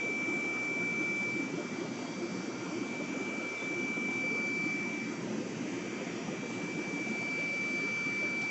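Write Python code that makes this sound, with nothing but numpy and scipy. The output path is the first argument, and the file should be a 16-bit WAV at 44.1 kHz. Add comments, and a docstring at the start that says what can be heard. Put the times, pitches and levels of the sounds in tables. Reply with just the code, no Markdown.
"""A home aquarium in a small room, from a hand-held microphone drifting along the front glass.
Throughout, air gurgles from a sponge filter's lift tube (ringing bubbles) over a rush (shaped noise) and hum.
A motor whine (sines locked to one shaft) sinks into quiet zones of the room at about 1.5-2.9 s and 5.2-6.4 s.
Thin, high squeaks (gliding sines) come near 2.1 s and 3.7 s; the gurgle slackens near 3.55 s and 7.98 s.
Two faint ticks (noise bursts) come close to the end, after 8.4 s."""
import sys
import numpy as np
from scipy import signal
from scipy.fft import rfft, irfft
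from scipy.io import wavfile
from scipy.ndimage import uniform_filter1d

SR = 44100
rng = np.random.default_rng(int(sys.argv[2]) if len(sys.argv) > 2 else 0)


def log_audio(samples):
    """Write samples as a 16-bit WAV file to the path given in sys.argv[1]."""
    # one column per channel
    frames = np.atleast_2d(samples).T
    # limit to full scale, then quantise
    limited = np.clip(frames, -1, 1)
    pcm = np.round(limited * 32767).astype(np.int16)
    wavfile.write(sys.argv[1], SR, pcm)


N = 374850  # length of the scene in samples


def amp(db):
    """Decibels to gain."""
    return 10 ** (np.asarray(db) / 20)


def unit(x):
    """Scales to rms 1."""
    return x / np.sqrt(np.mean(x ** 2) + 1e-20)


def curve(rows, t, axis=1):
    """One column of a time table, joined by straight lines, at the times t."""
    rows = np.asarray(rows)
    return np.interp(t, rows[:, 0], rows[:, axis])


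def colour(points, hz):
    """A spectrum in dB, joined on a log-frequency axis."""
    f, db = np.transpose(points)
    return np.interp(np.log(hz + 1), np.log(f), db)


def drift(rate_hz):
    """Random wander of rms 1, its spectrum falling away smoothly around the given rate."""
    hz = np.fft.rfftfreq(N, 1 / SR)
    spectrum = rfft(rng.standard_normal(N)) * np.exp(-(hz / rate_hz) ** 2)
    return unit(irfft(spectrum, N))


def patches(shape, size):
    """A smooth random field of rms 1 over frames and frequency bins."""
    field = rng.standard_normal(shape)
    for axis in (0, 1, 0, 1):
        field = uniform_filter1d(field, size[axis], axis, mode="wrap")
    return unit(field)


def add(mix, start_s, sound):
    """Mixes a sound in at its start time."""
    part = mix[max(round(start_s * SR), 0):][:len(sound)]
    part += sound[:len(part)]


def room(x, t60, wet_db):
    """Direct sound plus a short tail of sparse reflections that falls 60 dB in t60 seconds."""
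    t = np.arange(SR // 2) / SR
    signs = rng.choice([-1, 1], len(t))
    present = rng.random(len(t)) < 1 / 20
    taps = signs * present * (t > .004) * amp(-60 * t / t60)
    tail = signal.fftconvolve(x, taps / np.linalg.norm(taps))[:N]
    return x + amp(wet_db) * tail


def bubble(hz, cycles, rise):
    """A pocket of air rings, its pitch climbing as it nears the surface."""
    age = np.arange(SR // 6) / SR * hz / cycles  # in decay times, each lasting the given cycles
    turns = cycles * (age + rise * (age - 1 + np.exp(-age)))
    ring = np.sin(2 * np.pi * turns) * np.exp(-age) * (1 - np.exp(-age * cycles))
    return ring / abs(ring).max()


def births(per_s, spread_db):
    """Impulses at random moments, each with a random strength."""
    moments = rng.random(N) < per_s / SR
    return moments * amp(spread_db * np.minimum(rng.exponential(1, N), 2))


# Colour of the gurgle through the tank wall: (frequency [Hz], relative level [dB])
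WALL_COLOUR = [(60, -43), (90, -25.5), (115, -13), (150, -9), (190, -2), (280, 8.5), (355, 7.5), (430, -4),
               (530, -9), (680, -18.5), (1000, -20.5), (1800, -49)]
# Deepest bubbles, faintest near 3.55 s, before trim and surges: (time [s], level [dB])
DEEP_LEVEL = [(0, -52), (0.35, -45), (0.48, -52), (0.68, -51), (0.8, -44.5), (2.4, -45.5), (3.4, -44),
              (3.47, -56), (3.55, -61), (3.61, -49), (3.68, -51), (3.85, -44.5), (4.4, -45.5), (5.3, -43.5),
              (6, -45), (6.6, -44.5), (7.3, -45.5), (8.3, -45.5), (8.5, -50)]
# Small bubbles, in the gurgle and at the surface, before trims and surges: (time [s], level [dB])
SMALL_LEVEL = [(0, -50), (0.65, -47), (1.2, -50.5), (1.6, -49), (3.4, -48.5), (4.4, -50.5), (4.8, -53.5),
               (5.3, -49.5), (7.1, -48), (7.6, -49), (7.9, -49), (8.5, -48.5)]
SURGE_HZ, SURGE_DB = 28, 2  # the air comes in uneven surges
DEEP_SURGE_DB, SMALL_SURGE_DB = 1.7, 1.5


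def gurgle(t, per_s=900, cycles=2.81, rise=0.18, spread_db=2.5, level_db=-6.5, deep_db=0.0,
           small_db=-1.0, deep_hz=228, small_hz=430, count=48):
    """A dense crowd of bubbles of all sizes; the small ones come more rarely."""
    crowd = np.zeros(N)
    for hz in np.geomspace(110, 1000, count):
        starts = births(per_s / count * min(1, 350 / hz), spread_db)
        crowd += signal.oaconvolve(starts, bubble(hz, cycles * np.sqrt(hz / 250), rise))[:N]
    hz = np.fft.rfftfreq(N, 1 / SR)
    spectrum = rfft(room(crowd, t60=0.33, wet_db=-2.5))
    # evened out over pitch, then coloured by the tank wall
    spectrum /= np.sqrt(abs(uniform_filter1d(abs(spectrum) ** 2, size=250)) + 1e-6)
    spectrum *= amp(colour(WALL_COLOUR, hz)) / (1 + (hz / 2500) ** 4)
    # three bands for three bubble sizes, each with its own level
    deep = 1 / (1 + (hz / deep_hz) ** 10)
    small = 1 - 1 / (1 + (hz / small_hz) ** 10)
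    middle = 1 - deep - small
    deep_level = curve(DEEP_LEVEL, t) + deep_db + DEEP_SURGE_DB * drift(SURGE_HZ)
    middle_level = airflow(t) + level_db
    small_level = curve(SMALL_LEVEL, t) + small_db + SMALL_SURGE_DB * drift(SURGE_HZ)
    sizes = [(deep, deep_level), (middle, middle_level), (small, small_level)]
    return sum(amp(db) * metered(irfft(spectrum * share, N)) for share, db in sizes)


# Middle-sized bubbles, a little weaker towards the end, before trim: (time [s], level [dB])
AIRFLOW_LEVEL = [(0, -37), (1.5, -40.5), (4.6, -38), (5.4, -38.5), (6.8, -39.5), (7.5, -43.5), (8.5, -41.5)]
# Brief slackenings of the flow: (time [s], half length [s], dip [dB])
FLOW_LULLS = [(3.553, 0.046, 13), (7.984, 0.07, 23)]


def airflow(t):
    """Strength of the middle-sized bubbles in dB: random surges, broken by lulls."""
    dips = sum(dip_db * np.exp(-((t - s) / half_length) ** 2) for s, half_length, dip_db in FLOW_LULLS)
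    return curve(AIRFLOW_LEVEL, t) + SURGE_DB * drift(SURGE_HZ) - dips


def metered(x):
    """The pump meters out the air, so the bubbles' short-term power stays nearly even."""
    x = unit(x)
    return x / np.sqrt(abs(uniform_filter1d(x ** 2, size=5000)) + 0.039)


# Single bubbles leaving the tube, large and small, before trim and room:
# (time [s], peak [dB], starting pitch [Hz], swell time constant [s], pitch climb [octaves/s])
SINGLE_GULPS = [(0.033, -38, 393, 0.016, 17.5), (0.058, -49, 650, 0.015, 6), (0.082, -37, 357, 0.013, 15),
                (0.278, -27, 300, 0.012, 10.5), (0.288, -46.0, 730, 0.017, 14.5),
                (0.304, -36.0, 327.5, 0.036, 2), (0.381, -44, 358, 0.014, 17.5),
                (0.438, -47, 397, 0.017, 13.5), (0.47, -37.5, 330, 0.017, 2), (0.79, -37, 172, 0.019, 4),
                (0.795, -35, 332, 0.018, 4), (0.973, -46, 506, 0.036, 3.5), (1.003, -29, 328, 0.012, -5),
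                (1.25, -46, 515, 0.016, 5.5), (1.336, -33.5, 285.6, 0.034, 5),
                (1.395, -29.5, 272, 0.0081, 9), (1.53, -31.5, 300, 0.013, 21),
                (1.569, -33.5, 278, 0.015, 11.5), (1.571, -43, 660, 0.015, 3.5),
                (1.572, -42.5, 589, 0.027, 0), (1.766, -45, 766, 0.01, -1), (1.782, -32.5, 298, 0.033, 8),
                (1.846, -42, 564, 0.013, 14), (1.908, -46, 756, 0.0083, 10),
                (2.207, -33.0, 345, 0.03, -0.5), (2.318, -36.5, 188, 0.018, 2),
                (2.332, -44, 358, 0.028, 10.5), (2.376, -37, 192, 0.02, -2), (2.485, -34, 340, 0.012, 4),
                (2.612, -33.5, 325, 0.018, 4.5), (2.7, -47.5, 550, 0.043, 4), (2.703, -33, 277, 0.041, 5),
                (2.803, -35.5, 277, 0.018, 1), (2.999, -39.0, 520, 0.015, 11.5),
                (3.109, -39, 268, 0.041, 5), (3.138, -37.5, 420, 0.018, 16), (3.172, -44, 630, 0.009, 8),
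                (3.209, -32.5, 297, 0.013, 16), (3.261, -45, 349, 0.024, 7.5), (3.318, -46, 488, 0.013, 4),
                (3.406, -37, 312, 0.017, -0.5), (3.434, -42.5, 507, 0.02, 2),
                (3.507, -39.5, 362.6, 0.02, 6), (3.695, -34.5, 304, 0.02, 3), (3.746, -34, 345, 0.036, 0.5),
                (3.844, -34, 275, 0.029, -0.5), (3.99, -33.5, 240, 0.033, -0.5),
                (4.235, -36.5, 497, 0.016, 3), (4.293, -44.5, 383.5, 0.055, 6),
                (4.308, -42.5, 424, 0.018, 2.5), (4.49, -35, 254, 0.021, 4),
                (4.634, -32, 292.7, 0.029, 3.5), (5.07, -35.5, 293, 0.012, -1),
                (5.208, -35.5, 328, 0.024, 9.5), (5.243, -38, 177, 0.022, 1.5), (5.267, -40, 589, 0.009, 2),
                (5.289, -42.0, 444, 0.018, 18), (5.298, -34, 222.6, 0.047, -1), (5.306, -35, 339, 0.017, 6),
                (5.372, -33.5, 296, 0.024, 10), (5.403, -41, 484, 0.023, 3.5),
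                (5.607, -29.5, 264, 0.0067, -3), (5.633, -47, 571, 0.03, 3), (5.67, -31.5, 291, 0.013, 3.5),
                (5.76, -34, 342, 0.017, 2.5), (5.854, -36, 428, 0.0078, 14), (6.009, -38, 523, 0.015, -0.5),
                (6.13, -32.5, 347, 0.011, 3), (6.283, -29.5, 206, 0.0064, 8), (6.305, -38, 485, 0.018, 7),
                (6.309, -44, 392, 0.027, 10.5), (6.32, -46, 573, 0.02, 6), (6.43, -41, 482, 0.03, -1),
                (6.545, -35.5, 355, 0.015, 0), (6.634, -30.5, 204, 0.0073, -1.5),
                (6.766, -32.5, 259, 0.027, 10.5), (6.926, -34, 283, 0.031, 0.5),
                (7.066, -42, 684, 0.009, 11), (7.092, -30.5, 210, 0.02, 5), (7.213, -46.0, 635, 0.017, 11),
                (7.367, -37.5, 413, 0.022, 15.5), (7.494, -45, 508, 0.033, 4),
                (7.733, -33, 321, 0.013, 4.5), (7.802, -38, 252, 0.021, 4), (7.824, -37.5, 377, 0.023, 4.5),
                (8.215, -40.5, 476, 0.022, 8), (8.226, -38, 608, 0.011, -2), (8.421, -43, 647, 0.02, 15.5)]


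def gulps(level_db=-1.0):
    """Single bubbles, large and small, over the gurgle, with a little of the room."""
    out = np.zeros(N)
    for s, db, hz, swell_s, climb in SINGLE_GULPS:
        add(out, s, amp(db + level_db) * gliding_tone(hz, swell_s, climb))
    return room(out, t60=0.26, wet_db=-11)


def gliding_tone(hz, swell_s, octaves_per_s):
    """A sine swells and rings out while its pitch glides, as when a bubble pinches off."""
    t = np.arange(0, 5 * swell_s, 1 / SR)
    age = t / swell_s
    ring = age * np.exp(-age - (age / 2) ** 2)
    turns = np.cumsum(hz * 2 ** (octaves_per_s * t)) / SR
    return ring / ring.max() * np.sin(2 * np.pi * turns)


SHAFT_HZ, WHINE_ORDER = 58.162, 40  # shaft turns per second; whine as a multiple of them
# Whine at the microphone, through two quiet zones, before trim and flutter: (time [s], level [dB])
WHINE_LEVEL = [(0, -36), (1.18, -34.5), (1.42, -38), (1.52, -49), (2.05, -52), (2.82, -50), (2.96, -41),
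               (3.1, -46), (3.27, -41.5), (4.25, -35), (4.66, -35), (5.02, -41.5), (5.26, -61.5),
               (5.62, -56), (5.76, -51), (6.1, -51), (6.23, -57), (6.4, -49.5), (6.98, -40), (7.22, -38),
               (7.45, -35), (8.5, -35)]
# Its octave, with standing waves of its own, before trim: (time [s], level [dB])
OCTAVE_LEVEL = [(0, -81), (1.45, -83), (1.62, -63), (1.8, -60), (2.7, -60), (2.88, -65.5), (3.6, -66.5),
                (3.92, -85), (4.12, -64.5), (4.4, -59), (4.73, -58.5), (4.85, -67.5), (5.75, -65.5),
                (6.35, -69), (6.85, -67), (7.2, -58), (7.8, -55), (8.5, -57)]
# Side tone one shaft order above the whine: (time [s], level [dB])
UPPER_SIDE_LEVEL = [(0, -55), (1.35, -63), (1.8, -79), (2.4, -69), (3.5, -58), (4.75, -60), (5.2, -72),
                    (5.4, -67), (6.1, -58.5), (6.75, -56), (7.3, -75.5), (7.65, -65.5), (8.5, -68)]
# Third harmonic of the whine: (time [s], level [dB])
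TWELFTH_LEVEL = [(0, -64), (1.45, -67.5), (1.6, -82), (2.3, -78), (2.95, -67.5), (4.65, -67), (5.15, -82),
                 (5.7, -70), (6.8, -66.5), (7.4, -67.5), (8.5, -84)]
# Weaker motor orders, before their slow fades: (multiple of the shaft speed, level [dB])
MOTOR_ORDERS = [(1, -79), (4, -60), (42, -70), (62, -77.5), (121, -71), (123, -76)]


def motor(t, waver_hz=0.0076, whine_db=-0.27, octave_db=-0.5, flutter_db=0.67, fade_db=3.5, buzz_db=-68,
          echo_db=-69, octave_echo_db=-76, sway_hz=5, lower_db=-21):
    """Whine, side tones, overtones and weaker orders, all multiples of one slightly wavering shaft."""
    angle = 2 * np.pi * np.cumsum(SHAFT_HZ + waver_hz * drift(1.85)) / SR
    # weak echoes add or cancel as the hand sways, so the whine is least steady where it is faint
    strength = amp(curve(WHINE_LEVEL, t) + whine_db + flutter_db * drift(28))
    strength = strength + amp(echo_db) * drift(sway_hz)
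    lower_side = amp(lower_db) * np.sin((WHINE_ORDER - 1) * angle)
    whine = strength * (np.sin(WHINE_ORDER * angle) + lower_side)
    whine += amp(curve(UPPER_SIDE_LEVEL, t)) * np.cos((WHINE_ORDER + 1) * angle)
    octave = amp(curve(OCTAVE_LEVEL, t) + octave_db) + amp(octave_echo_db) * drift(sway_hz)
    overtones = octave * np.sin(2 * WHINE_ORDER * angle)
    overtones += amp(curve(TWELFTH_LEVEL, t)) * np.sin(3 * WHINE_ORDER * angle)
    orders = sum(amp(db + fade_db * drift(0.094)) * np.sin(round(k) * angle) for k, db in MOTOR_ORDERS)
    # a faint comb of high orders gives the hiss a buzzing edge
    buzz = sum(rng.rayleigh() * np.sin(k * angle + 2 * np.pi * rng.random()) for k in range(82, 116))
    return np.sqrt(2) * (whine + overtones + orders) + amp(buzz_db) * unit(buzz)


# Small bubbles at the surface follow SMALL_LEVEL, listed above the gurgle.
def spatter(t, per_s=220, cycles=9, rise=0.031, spread_db=8.0, level_db=-7.0, count=24):
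    """Small bubbles burst at the surface above the tube, as strongly as they arrive."""
    out = np.zeros(N)
    for hz in np.geomspace(620, 1700, count):
        starts = births(per_s / count, spread_db)
        out += signal.oaconvolve(starts, bubble(hz, cycles, rise) / np.sqrt(hz))[:N]
    return amp(curve(SMALL_LEVEL, t) + level_db) * unit(room(out, t60=0.071, wet_db=3.0))


# Thin, high squeaks, before trim and room:
# (time [s], peak [dB], starting pitch [Hz], swell time constant [s], pitch glide [octaves/s])
SQUEAKS = [(2.022, -56, 3150, 0.008, 6), (2.06, -51, 3220, 0.018, 1), (2.106, -52, 3290, 0.01, 3),
           (2.13, -55, 3270, 0.014, 2), (3.576, -51, 3590, 0.0092, -1.5), (3.598, -49.5, 3420, 0.018, 1.5),
           (3.638, -50, 3490, 0.01, 2), (3.73, -58, 3320, 0.018, 1), (3.83, -52.5, 3300, 0.0083, 0)]


def squeaks(level_db=0.3):
    """Thin, high squeaks: brief swelling sines with gliding pitch, near 2.1 s and 3.7 s."""
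    out = np.zeros(N)
    for s, db, hz, swell_s, glide in SQUEAKS:
        add(out, s, amp(db + level_db) * gliding_tone(hz, swell_s, glide))
    return room(out, t60=0.12, wet_db=-12.5)


# Spectrum of the steady rush of air and water: (frequency [Hz], relative density [dB])
RUSH_COLOUR = [(25, -55.5), (42, -25), (80, -26), (130, -15), (400, -1), (750, -6), (1100, -9),
               (1700, -5.5), (2400, -0.5), (3200, -12), (3950, -16.5), (5100, -13.5), (6000, -8.5),
               (7900, -19)]
# Resonances and one hollow of the tank and its lid: (frequency [Hz], width [Hz], gain [dB])
TANK_RESONANCES = [(780, 65, 2), (926, 21, 10), (1053, 61, 6.5), (1233, 67, 10), (1320, 21, 6.5),
                   (1387, 49, 9), (1450, 31, 5.5), (1490, 42, 2), (2204, 31, 8), (2300, 150, -10),
                   (3180, 480, 1.5), (3300, 110, 3)]
# Spray's upper middle, low treble and treble:
# (time [s], presence gain [dB], edge gain [dB], fizz gain [dB])
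SPRAY_BANDS = [(0, -2, 1.5, -1), (2.1, -4.5, 0.5, 2), (3.2, 0, 0.5, 0), (4.6, -1.5, -2.5, 1.5),
               (6, 0.5, 0, -0.5), (7.3, -0.5, -0.5, 2.5)]


def rush(t, level_db=-46, standing_db=2.5, flicker_db=1.3, presence_hz=2600, edge_hz=3450, fizz_hz=4700):
    """Fine spray and moving air: noise coloured by the tank and the room's standing waves."""
    hz = np.fft.rfftfreq(2048, 1 / SR)
    s = np.arange(N // 512 + 5)[:, None] * 512 / SR  # frame times
    shape = (len(s), len(hz))
    db = colour(RUSH_COLOUR, hz)
    db = db + sum(gain / (1 + (2 * (hz - f) / width) ** 2) for f, width, gain in TANK_RESONANCES)
    # each spray band is a bell over octaves
    for column, (centre_hz, spread) in enumerate([(presence_hz, 0.071), (edge_hz, 0.02), (fizz_hz, 0.069)], 1):
        bell = np.exp(-np.log2((hz + 1) / centre_hz) ** 2 / spread)
        db = db + curve(SPRAY_BANDS, s, axis=column) * bell
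    db = db + standing_db * patches(shape, size=(35, 1)) + flicker_db * patches(shape, size=(6, 14))
    frames = (rng.standard_normal(shape) + 1j * rng.standard_normal(shape)) * amp(db)
    noise = signal.istft(frames.T, nperseg=2048, noverlap=1536)[1][:N]
    return amp(level_db) * unit(noise)


# Band weakened by the echo off the glass as the microphone moves: (time [s], frequency [Hz])
GLASS_NOTCH = [(0, 1710), (1.1, 1705), (2.3, 1860), (4.4, 1760), (5.1, 1260), (6, 1310), (6.45, 1480),
               (8.5, 585)]
NOTCH_DB = 3


def glass(x, width_hz=210):
    """The echo off the glass weakens one band, which slides as the microphone moves."""
    hz, s, z = signal.stft(x, SR, nperseg=1024)
    notch = np.exp(-((hz[:, None] - curve(GLASS_NOTCH, s)) / width_hz) ** 2)
    return signal.istft(z * amp(-NOTCH_DB * notch), SR)[1][:N]


# Pump hum and faint thin tones, before their slow fades: (frequency [Hz], level [dB])
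HUM_TONES = [(120, -64.5), (720, -72), (780, -71.5), (960, -72), (1080, -70), (1576, -67.5), (2501, -78.5),
             (2584, -72), (2805, -77.5), (3203, -72), (3305, -73), (5866, -69)]


def hum(t, fade_db=2):
    """Tones of steady pitch, each swelling and fading a little as the microphone moves."""
    tones = sum(amp(db + fade_db * drift(0.7)) * np.sin(2 * np.pi * (hz * t + rng.random()))
                for hz, db in HUM_TONES)
    return np.sqrt(2) * tones


# Faint ticks, level before the fade at each end:
# (time [s], level [dB], centre frequency [Hz], width [Hz], length [s])
FAINT_TICKS = [(8.41, -49, 4300, 4170, 0.024), (8.437, -53, 4300, 3970, 0.027)]


def ticks():
    """Brief dry bursts of band-shaped noise in the treble."""
    out, f = np.zeros(N), np.fft.rfftfreq(SR, 1 / SR)
    for s, db, hz, width, length in FAINT_TICKS:
        band = np.exp(-2 * ((f - hz) / width) ** 2)
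        burst = irfft(rfft(rng.standard_normal(SR)) * band)[:int(length * SR)]
        add(out, s, amp(db) * unit(burst) * signal.windows.tukey(len(burst), .5))
    return out


def scene():
    """All sources at the one microphone; the water and squeaks pass the glass echo."""
    t = np.arange(N) / SR
    at_glass = gurgle(t) + gulps() + spatter(t) + squeaks() + rush(t)
    return (glass(at_glass) + motor(t) + hum(t) + ticks())[None]


EDGE_HZ = 7950  # upper band limit


def record(dry):
    """The recorder's steep band limit, a long low-pass filter."""
    low_pass = signal.firwin(1023, EDGE_HZ, window=("kaiser", 9), fs=SR)
    return signal.oaconvolve(dry, low_pass[None], "same")


dry = scene()
out = record(dry)
log_audio(out)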